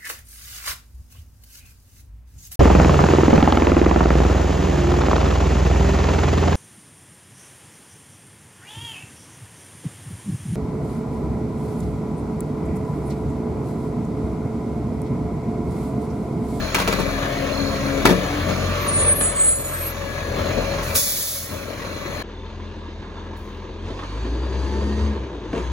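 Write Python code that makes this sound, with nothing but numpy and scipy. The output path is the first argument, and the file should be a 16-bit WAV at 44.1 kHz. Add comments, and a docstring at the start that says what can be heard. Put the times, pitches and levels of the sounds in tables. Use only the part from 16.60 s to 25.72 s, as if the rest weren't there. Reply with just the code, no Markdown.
"""A garbage truck idles close by, rumbling and clattering as its cylinders fire. Its lifting arm clunks home,
ringing the steel, while the hydraulic pump hums. Then the brakes stick and slip in a squeal and blow
off a jet of air, and the engine noise dips under them. The scene switches to a second truck far down
the street, which idles, pulls away, eases off and clunks. Two closely spaced microphones hear it all."""
import sys
import numpy as np
from scipy import signal
from scipy.fft import rfft, irfft, next_fast_len
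from scipy.io import wavfile
from scipy.ndimage import uniform_filter1d, map_coordinates

SR = 44100
rng = np.random.default_rng(int(sys.argv[2]) if len(sys.argv) > 2 else 0)


def wrap_up_sound(samples):
    """Save the sound to the file named by the first command line argument, as 16-bit audio."""
    columns = np.atleast_2d(samples).T
    # keep every value between -1 and 1, then stretch to whole-number steps
    tamed = np.clip(columns, -1, 1)
    steps = np.round(tamed * 32767).astype(np.int16)
    wavfile.write(sys.argv[1], SR, steps)


N = 402191
TIME = np.arange(N) / SR
SWITCH_S = 5.627  # the far truck takes over

# air releases, near truck then far: (valve opens [s], level [dB], stays open [s])
AIR_RELEASES = [(4.352, -12, 0.43), (6.765, -56, 0.12)]


def near_truck(clunks):
    """The close truck: engine, arm, pump and brakes, with short street echoes."""
    speed = [(0, 41.7), (.5, 41.5), (1.45, 41.6), (1.8, 43.8), (2.08, 45.1), (2.45, 44.4), (2.6, 43.4),
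             (4.1, 42.7), (4.9, 42.4), (5.5, 42.8)]  # (time [s], firings [1/s])
    levels = [(0, -30.5, -30.5, -29.5), (.5, -30.5, -29.5, -30), (1.1, -27.5, -30.5, -27.5),
              (1.5, -27, -28.5, -29), (1.8, -27, -28.5, -29), (2.08, -27.5, -28.5, -26),
              (2.3, -26, -27.5, -31), (2.5, -28.5, -28.5, -28), (2.53, -30, -33, -31.5),
              (2.8, -31, -32, -33), (2.96, -35, -37.5, -34.5), (3.25, -34, -33.5, -33.5),
              (3.72, -31, -33.5, -30), (3.79, -27, -29.5, -30), (4.35, -29.5, -30, -28.5),
              (4.41, -39, -39.5, -41.5), (4.55, -40, -43.5, -46), (4.82, -43, -43.5, -38),
              (4.93, -35, -36, -39), (5.4, -34, -35.5, -38.5), (5.55, -33.5, -33.5, -36)]  # (time [s], rumble [dB], clatter [dB], exhaust [dB])
    pipe = [(41, -0.5), (44, -1), (83, -5), (88, 2.5), (125, -10.5), (133, -6), (208, -4.5), (220, -24)]  # exhaust pipe: (frequency [Hz], gain [dB])
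    body = [(60, 4.5), (130, 1), (250, -1.5), (450, -4.5), (620, -8.5), (800, -13.5), (1150, -11.5),
            (1450, -13.5), (2200, -13.5), (3200, -19.5), (5200, -26), (7500, -36), (10000, -25),
            (15500, -25.5)]  # engine noise: (frequency [Hz], level [dB])
    rings = [(593, 92.4, 2.5), (1108, 136, -5), (4230, 230, 1), (6200, 83, 10.5), (6720, 450, 14)]  # ringing block and covers: (pitch [Hz], width [Hz], strength [dB])
    hiss_dip = [(2.26, -0.3), (2.32, -2), (2.9, -10), (3.1, -4), (3.33, -0.7)]  # the hiss thins during the squeal: (time [s], gain [dB])
    gears = [(0, -27, -13.5, -23.5), (.45, -6.5, -24, -19), (1.5, -3.5, -14, -15), (1.95, -22, -9.5, -14),
             (2.1, -3, -8, -13), (2.5, -6, -9, -18), (2.8, -3, -15, -10), (3.5, -3, -15.5, -8.5),
             (4.15, -3, -17, -11.5), (4.5, -6, -20, -19), (5, -5, -14, -15), (5.62, -7, -13.5, -20)]  # gear whine: (time [s], harmonics 1, 2, 3 [dB over clatter])
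    plate = [(0, 4180, -9.5), (.45, 4150, -13), (.7, 4220, -23), (.86, 4240, -18), (.92, 4190, -5.5),
             (1.04, 4240, -6.5), (1.18, 4200, -9.5), (1.26, 4200, -18), (1.45, 4116, -24.5), (2, 4150, -37),
             (2.7, 4208, -18.5), (3, 4190, -27.5), (3.9, 4180, -11.5), (4.5, 4136, -26), (5.2, 4120, -12.5),
             (5.6, 4132, -11)]  # cover plate: (time [s], pitch [Hz], level [dB over clatter])
    alike = [(60, 2.5), (200, 0.6), (400, 0.85), (900, 0.23), (1500, 0.5), (3000, 0.05), (5000, 0.11),
             (6500, 0.53), (8000, 1.2), (16000, 1.86)]  # (frequency [Hz], left-right likeness [capped at 1])
    lead = [(700, -0.1), (1100, -0.37), (2000, -1.75), (3200, -1.4), (4200, 0.2), (5300, 1.2),
            (6100, -0.07)]  # (frequency [Hz], right ahead of left [rad])
    side = [(60, 1.5), (300, 4), (550, 6), (1000, 1.5), (3500, 1), (5500, -3.5), (7500, 0)]  # (frequency [Hz], left minus right [dB])
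    cycles, clatter_db, sound = engine(
        curves(speed) + curves(levels), pipe, body, rings,
        burst_depth=0.46, hiss_db=-42.5 + curves(hiss_dip)[0], hiss_growth=0.56, waver_db=2.2)
    sound += gear_whine(cycles, clatter_db, gears, roughness=0.4)
    sound += cover_ring(cycles, clatter_db, plate, flicker_db=1.5, smear_hz=14.6)
    sound += clunks + pump_hum(cycles) + brake_squeal() + air_release(*AIR_RELEASES[0])
    return stereo(sound * (TIME < SWITCH_S), alike, lead, side, echo_s=0.069)


def far_truck(clunks):
    """The distant truck revs up and eases off; distance dulls its clunks."""
    # engine: (time [s], firings [1/s], rumble [dB], clatter [dB], exhaust [dB])
    driving = [(5.64, 42, -40.5, -45, -36.5), (5.8, 42.74, -39.5, -44.5, -35), (6.5, 41.8, -39, -44, -35.5),
               (7.19, 42, -38.5, -44, -35), (7.27, 43, -34.5, -40.5, -29), (7.44, 47, -35, -40, -34),
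               (7.57, 54, -34, -39.5, -23), (7.7, 57, -32, -40, -19), (7.9, 66, -30, -40, -21.5),
               (8.05, 65.6, -30, -38, -18), (8.18, 69, -28, -38.5, -21), (8.45, 73.3, -29.5, -38, -15.5),
               (8.52, 71, -33, -40.5, -18), (8.56, 69, -28.5, -41, -27), (8.63, 65.2, -33.5, -42, -20),
               (8.68, 63.4, -35.5, -43.5, -33), (8.83, 54, -33, -43, -34), (8.9, 50.5, -34.5, -42, -32),
               (8.97, 57, -30, -37.5, -26), (9.12, 67, -33, -40, -18)]
    pipe = [(43, 0), (70, -1.5), (87, 0), (105, -9.5), (130, -26), (190, -25), (212, -5.5), (235, -19),
            (290, -19.5), (360, -30)]  # exhaust pipe: (frequency [Hz], gain [dB])
    body = [(60, 1.5), (130, -14.5), (250, -15.5), (400, -14), (520, -18), (600, -20.5), (750, -25.5),
            (1000, -18), (1400, -28.5), (2500, -30.5), (4000, -32), (5200, -41.5), (6500, -42.5),
            (8000, -45.5), (10500, -56), (12500, -62), (14000, -74)]  # engine noise: (frequency [Hz], level [dB])
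    rings = [(327, 200, 1), (896, 26, -3), (1643, 65, 2.5), (6330, 200, 4.5)]  # ringing block and covers: (pitch [Hz], width [Hz], strength [dB])
    gears = [(5.64, -30, -28, -29.5), (7.5, -17.5, -24.5, -26), (7.9, -14, -18.5, -35), (8.15, -1, -7, -31),
             (8.4, -13, -10, -24), (8.56, -1.5, -10, -25), (8.62, -26.5, -27.5, -26.5)]  # gear whine: (time [s], harmonics 1, 2, 3 [dB over clatter])
    plate = [(5.64, 3580, -18.5), (5.82, 3530, -8), (5.95, 3600, -28), (6.04, 3610, -20), (6.08, 3650, -11),
             (6.12, 3630, -20), (6.2, 3660, -25), (6.3, 3610, -19), (6.5, 3620, -21), (6.6, 3620, -8.5),
             (6.7, 3610, -21.5), (7.15, 3610, -26.5), (7.27, 3590, -15), (7.45, 3586, -27)]  # cover plate: (time [s], pitch [Hz], level [dB over clatter])
    alike = [(60, 0.98), (400, 0.97), (1200, 0.67), (2500, 0.78), (4500, 0.84), (5500, 0.29), (6500, 0.78),
             (8000, 1), (16000, 1)]  # (frequency [Hz], left-right likeness [0 to 1])
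    lead = [(600, -0.1), (1000, -0.5), (2600, -1.2), (4300, -1.5), (5300, -1.3), (6100, -0.1)]  # (frequency [Hz], right ahead of left [rad])
    side = [(60, 1), (450, 1.9), (800, -1), (2800, 1), (5500, -4), (7000, -0.7)]  # (frequency [Hz], left minus right [dB])
    cycles, clatter_db, sound = engine(
        curves(driving), pipe, body, rings,
        burst_depth=0.35, hiss_db=-53.0, hiss_growth=3.3, waver_db=0.7)
    sound += gear_whine(cycles, clatter_db, gears, roughness=1.5)
    sound += cover_ring(cycles, clatter_db, plate, flicker_db=3.0, smear_hz=49.6)
    sound += filtered(clunks, lambda hz: 1 / (1 + 1j * hz / 3460) ** 2)
    sound += turbo() + air_release(*AIR_RELEASES[1])
    return stereo(sound, alike, lead, side, echo_s=0.19)


def engine(controls, pipe, body, rings, burst_depth, hiss_db, hiss_growth, waver_db):
    """Six cylinders fire in turn: the exhaust hums, and knocks and noise bursts ring the block."""
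    rate, rumble_db, clatter_db, exhaust_db = controls
    cycles = np.cumsum(rate) / SR  # goes up by one at each firing
    exhaust = sum(amp(exhaust_db + along(pipe, k * rate) + waver_db * wobble(9))
                  * np.sin(2 * np.pi * k * cycles + 0.262 * k * wobble(5)) for k in (1, 2, 3, 5))
    firing, progress = cycles.astype(int), cycles % 1
    cylinder_db = rng.normal(0, 1.6, 6)[firing % 6]
    strength = amp(cylinder_db + 2.5 * rng.uniform(-1.56, 1.5, firing[-1] + 1)[firing])
    bursts = 1 + 15 * burst_depth * strength * progress * np.exp(-progress / 0.2276)
    knocks = np.diff(firing, prepend=0) * strength
    noise = patchy_noise(depth_db=1.5)
    drive = unit(bursts * noise) + 0.24 * unit(knocks)

    def block(f):
        ringing = sum(amp(db) * 1j * f * width / (hz * hz - f * f + 1j * f * width)
                      for hz, width, db in rings)
        return amp(along(body, f)) * above(f, 62) * (1 + ringing)

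    rumble = unit(filtered(drive, lambda f: block(f) * (1 - above(f, 720))))
    rumble *= amp(rumble_db + 1.05 * wobble(4.8))
    clatter = unit(filtered(drive, lambda f: block(f) * above(f, 720) * (1 - above(f, 6300))))
    hiss = unit(filtered(noise, lambda f: block(f) * above(f, 6300)))
    hiss *= amp(hiss_db + hiss_growth * (clatter_db - clatter_db.max()))
    return cycles, clatter_db, exhaust + rumble + amp(clatter_db) * clatter + hiss


def steel_clunks():
    """Each blow on the arm or body rings the steel and sets loose parts rattling."""
    blows = [(0.145, -17, -4, 3, 8.5), (0.184, -19, -2, 2, 5.5), (0.2, -21.5, 4, -2, 7),
             (0.275, -11.5, -8, -6, 1), (0.324, -19, -4, 5.5, 4), (0.388, -14.5, -6, -2, -8),
             (0.4, -23, -3, 8, 3), (1.453, -5.5, -6, 4.5, 0.5), (1.471, -8, 0.5, -2.5, -10),
             (1.489, -8.5, 0.1, 4, -7.5), (1.504, -13.5, -4, 3, -2), (1.522, -17, 4, -13, -11),
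             (1.883, -18.5, 5.5, -3, -5.5), (2.477, -27.5, 0.1, -4, 0), (2.609, -22, -3, 6.5, 2),
             (6.468, -33, 10, -24, -25.5), (7.291, -27, -9, -19.5, -19.5),
             (7.306, -25.5, -17, -19.5, -19.5), (7.39, -38, -5.5, 19, 6), (7.426, -32.5, -5, 13.5, 2),
             (7.545, -33.5, -7, -6, -14), (8.53, -34, -2, 12, 0), (8.93, -15, -15, -6, -10.5),
             (8.95, -19, -16, -11, -7), (8.972, -22, -12, -5, -3)]  # (time [s], level [dB], boom [dB], ringing treble [dB], crack [dB])
    colour = [(60, -3), (120, -4), (200, 1.5), (450, -2), (800, -10), (1100, -12), (2000, -15),
              (3500, -20.5), (6000, -27), (10000, -31), (15500, -33)]  # rattle noise: (frequency [Hz], level [dB])
    steel = [(183.7, 0, 0.566), (296, -3, 0.24), (362.6, -2.5, 0.2), (453.7, -5, 0.27), (664, -9.5, 0.16),
             (505, -16.5, 0.11), (907, -8, 0.13), (1097, -7, 0.12), (1216, -9.5, 0.13), (1820, -14.5, .1),
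             (2083, -20.5, 0.085)]  # ringing notes: (pitch [Hz], level [dB], time to fade 60 dB [s])
    out, t = np.zeros(N + SR), np.arange(SR // 2) / SR
    rise = 1 - np.exp(-t / 0.0012)
    for start, db, boom_db, treble_db, crack_db in blows:
        ring = sum(amp(level + rng.normal(0, 3) + (hz > 800) * treble_db + (hz < 250) * boom_db)
                   * decay(t, fade_s) * np.sin(2 * np.pi * hz * t) for hz, level, fade_s in steel)
        shake = rng.standard_normal((2, len(t)))
        shake *= amp(3 * np.repeat(rng.standard_normal(len(t) // 150), 150))
        dull = unit(filtered(shake[0], lambda f: amp(along(colour, f)) * (1 - above(f, 800))))
        sharp = unit(filtered(shake[1], lambda f: amp(along(colour, f)) * above(f, 750)))
        snap = amp(1) * decay(t, 0.0299)  # the first instant of contact
        rattle = dull * decay(t, 0.23) + sharp * amp(crack_db) * (decay(t, 0.19) + snap)
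        out[round(start * SR):][:len(t)] += amp(db) * rise * (amp(-9.5) * ring + amp(-7) * rattle)
    return out[:N]


def brake_squeal():
    """The linings stick and slip, so the brake drums sing rough notes that swell and fade."""
    notes = [(2.23, 13850, -32, .05, .06), (2.29, 9280, -18.5, 0.015, 0.072),
             (2.27, 10300, -39, 0.014, .02), (2.36, 8760, -12.5, .04, 0.044),
             (2.4, 7025, -26, 0.031, 0.022), (2.4, 9304, -16, 0.044, 0.096), (2.41, 8203, -26, .04, .2),
             (2.51, 9265, -10.5, 0.097, 0.037), (2.53, 12500, -33, .04, 0.054),
             (2.57, 11390, -25, 0.032, 0.075), (2.61, 9974, -18, 0.086, 0.16),
             (2.64, 8110, -16.5, 0.079, 0.14), (2.64, 6927, -29, 0.027, 0.12),
             (2.85, 13900, -44, 0.23, .22), (2.82, 6937, -30, 0.093, 0.38),
             (2.83, 8140, -10.5, 0.099, 0.21), (2.87, 10040, -18.5, 0.075, 0.13),
             (2.94, 9200, -35, .06, 0.076), (3.06, 10070, -36.5, 0.1, 0.088), (3.06, 6950, -35, .04, 0.051),
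             (3.14, 8205, -24.5, 0.11, .1), (3.24, 8245, -27, 0.045, 0.085), (3.29, 10900, -46, .06, .03),
             (3.08, 12660, -42, 0.12, 0.067), (3.1, 9160, -46, 0.077, 0.22), (3.2, 11930, -33.5, 0.5, 0.15),
             (3.28, 11650, -24.5, 0.11, 0.048)]  # (peak time [s], pitch [Hz], level [dB], swell [s], fade [s])
    rise_hz_per_s = 160  # pitch creeps up as the wheel slows
    out, flutter, drift = np.zeros(N), wobble(70), wobble(120)
    for k, (peak_s, hz, db, swell, fade) in enumerate(notes):
        span = slice(round((peak_s - 2 * swell) * SR), round((peak_s + 2 * fade) * SR))
        t = TIME[span] - peak_s
        shape_db = -21 * np.abs(t / np.where(t < 0, swell, fade)) ** 1.62
        shift = -7000 * k  # each note wavers in its own way
        pitch = hz + rise_hz_per_s * t + 12 * np.roll(drift, shift)[span]
        out[span] += amp(db + shape_db + 2.3 * np.roll(flutter, shift)[span]) * tone(pitch)
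    return out


def air_release(start, db, open_s):
    """Air rushes from the brake valve: a thin leak, a pop and burst, then a sagging jet that shuts off."""
    colour = [(1000, -18.5), (1500, -10), (2200, -8.5), (2800, -12.5), (3500, -3.5), (5000, -1), (7000, 0),
              (9000, -2), (12000, 1.5), (15500, -0.5)]  # jet noise: (frequency [Hz], level [dB])
    t = TIME - start
    since_open = np.maximum(t, 0)
    jet = unit(filtered(rng.standard_normal(N), lambda f: amp(along(colour, f)) * above(f, 800)))
    opening_db = np.interp(t, [-.15, -.12, -.012, .006, .067], [-70, -22, -22, 0, -5.5])
    closing_db = 20 * since_open + 57 * np.maximum(t - open_s, 0)
    pop = unit(filtered(rng.standard_normal(N), lambda f: above(f, 900) * (1 - above(f, 5500))))
    pop *= (t > 0) * amp(db - 11) * decay(since_open, .12)
    return pop + (t > -.15) * amp(db + opening_db - closing_db + 0.91 * wobble(40)) * jet


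def pump_hum(cycles):
    """The pistons of the engine-driven pump pulse into a hum while the arm moves."""
    load = [(.2, -48), (.4, -29.5), (.6, -31.5), (.8, -30.5), (1, -32.5), (1.2, -29), (1.44, -30.5),
            (1.58, -36), (1.7, -27.5), (1.9, -38.5), (2.05, -60)]  # hydraulic load: (time [s], level [dB])
    partials = [(.5, -7), (1, 2), (1.5, -7), (2.5, -9.5)]  # hum tones: (multiple of the pulse rate, gain [dB])
    pulses_per_firing = 20 / 3
    phase = 2 * np.pi * pulses_per_firing * cycles
    return sum(amp(curves(load)[0] + db + 3.2 * wobble(9.66)) * np.sin(k * phase + 0.49 * wobble(13))
               for k, db in partials)


def gear_whine(cycles, clatter_db, rows, roughness):
    """The timing gears whine unsteadily as 13 teeth meet for each firing."""
    phase = 2 * np.pi * 13 * cycles
    return sum(amp(clatter_db + db + 2.52 * wobble(14))
               * np.sin((k + 1) * phase + roughness * (1 + 0.38 * k) * wobble(25))
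               for k, db in enumerate(curves(rows)))


def cover_ring(cycles, clatter_db, rows, flicker_db, smear_hz):
    """A cover plate on the engine rings with a thin tone that swells and dies once a firing."""
    hz, db = curves(rows)
    pulse = np.cos(np.pi * (cycles - .67)) ** 4  # peaks .67 of a cycle after the firing
    gain = amp(clatter_db + db + flicker_db * wobble(30))
    return gain * unit(pulse * tone(hz + smear_hz * wobble(90)))


def turbo():
    """The turbocharger's whistle, smeared into a narrow hiss, rises with boost."""
    whistle = [(7.3, 4350, -65), (7.5, 4410, -50), (7.75, 4570, -50), (8.1, 4590, -47), (8.45, 4633, -48.5),
               (8.65, 4474, -70)]  # (time [s], pitch [Hz], level [dB])
    hz, db = curves(whistle)
    return amp(db + 1.6 * wobble(90)) * tone(hz + 170.6 * wobble(400))


def stereo(sound, alike, lead, side, echo_s):
    """Direct sound plus street echoes, then each microphone's own level and delay."""
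    t = np.arange(SR // 4) / SR
    tails = rng.standard_normal((5, len(t))) * decay(t, echo_s)
    # five echo patterns take turns: the echoes change as things move
    share = lambda k: np.cos(np.pi / 2 * np.clip((5 * TIME - k) % 5 - 2, -1, 1))
    echo = sum(signal.fftconvolve(sound * share(k), tail / np.linalg.norm(tail))[:N]
               for k, tail in enumerate(tails))
    blend = lambda hz: np.arccos(np.clip(along(alike, hz), 0, 1)) / 2
    middle = filtered(sound, lambda hz: np.cos(blend(hz)))
    spread = filtered(echo, lambda hz: np.sin(blend(hz)))
    sign = np.array([[1], [-1]])  # left, right
    left_treble_lag_s = 0.000213

    def microphones(hz):
        phase = np.interp(hz, *np.transpose([(0, 0), *lead]))
        phase += 2 * np.pi * left_treble_lag_s * np.maximum(hz - lead[-1][0], 0)
        return amp(sign * along(side, hz) / 2) * np.exp(-.5j * sign * phase)

    return filtered(middle + sign * spread, microphones)


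def patchy_noise(depth_db):
    """Noise with louder and softer patches across pitch and time."""
    spectrum = signal.stft(rng.standard_normal(N), nperseg=512)[2]
    patches = uniform_filter1d(rng.standard_normal(spectrum.shape), size=4, axis=0)
    patches = uniform_filter1d(patches, size=10, axis=1)
    return signal.istft(spectrum * amp(depth_db * unit(patches)), nperseg=512)[1][:N]


def amp(db):
    """Turn dB into gain."""
    return 10 ** (np.asarray(db) / 20)


def decay(t, fade_s):
    """A gain that falls 60 dB in fade_s."""
    return amp(-60 * t / fade_s)


def tone(hz):
    """A sine wave that follows a changing pitch."""
    return np.sin(2 * np.pi * np.cumsum(hz) / SR)


def unit(x):
    """Scale to an average power of 1."""
    return x / np.sqrt(np.mean(x ** 2) + 1e-20)


def along(points, hz):
    """Read between (frequency, value) points on a log frequency scale."""
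    f, values = np.transpose(points)
    return np.interp(np.log(hz + 1), np.log(f + 1), values)


def curves(rows):
    """One value per sample for each column after the time."""
    times, *columns = np.transpose(rows)
    return [np.interp(TIME, times, column) for column in columns]


def wobble(rate):
    """A smooth curve through `rate` random points a second."""
    return map_coordinates(rng.standard_normal(int(N * rate / SR) + 4), [TIME * rate])


def filtered(x, response):
    """Change each frequency's level and phase by response(hz)."""
    size = next_fast_len(x.shape[-1] + SR // 4)
    return irfft(rfft(x, size) * response(np.fft.rfftfreq(size, 1 / SR)), size)[..., :x.shape[-1]]


def above(hz, edge_hz):
    """A smooth step from 0 below the edge to 1 above it."""
    return 1 / (1 + (edge_hz / (hz + 1)) ** 6)


def scene():
    """The near truck's sound stops at once and the far truck's fades quickly in."""
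    clunks = steel_clunks()
    fade_in = np.interp(TIME - SWITCH_S, [0, 0.0009, 0.0091], [0, .05, 1])
    return near_truck(clunks) * (TIME < SWITCH_S) + far_truck(clunks) * fade_in


def record(dry):
    """Drop the deepest bass and the very highest treble."""
    return filtered(dry, lambda hz: above(hz, 31.5) * (hz < 15950))


dry = scene()
out = record(dry)
wrap_up_sound(out)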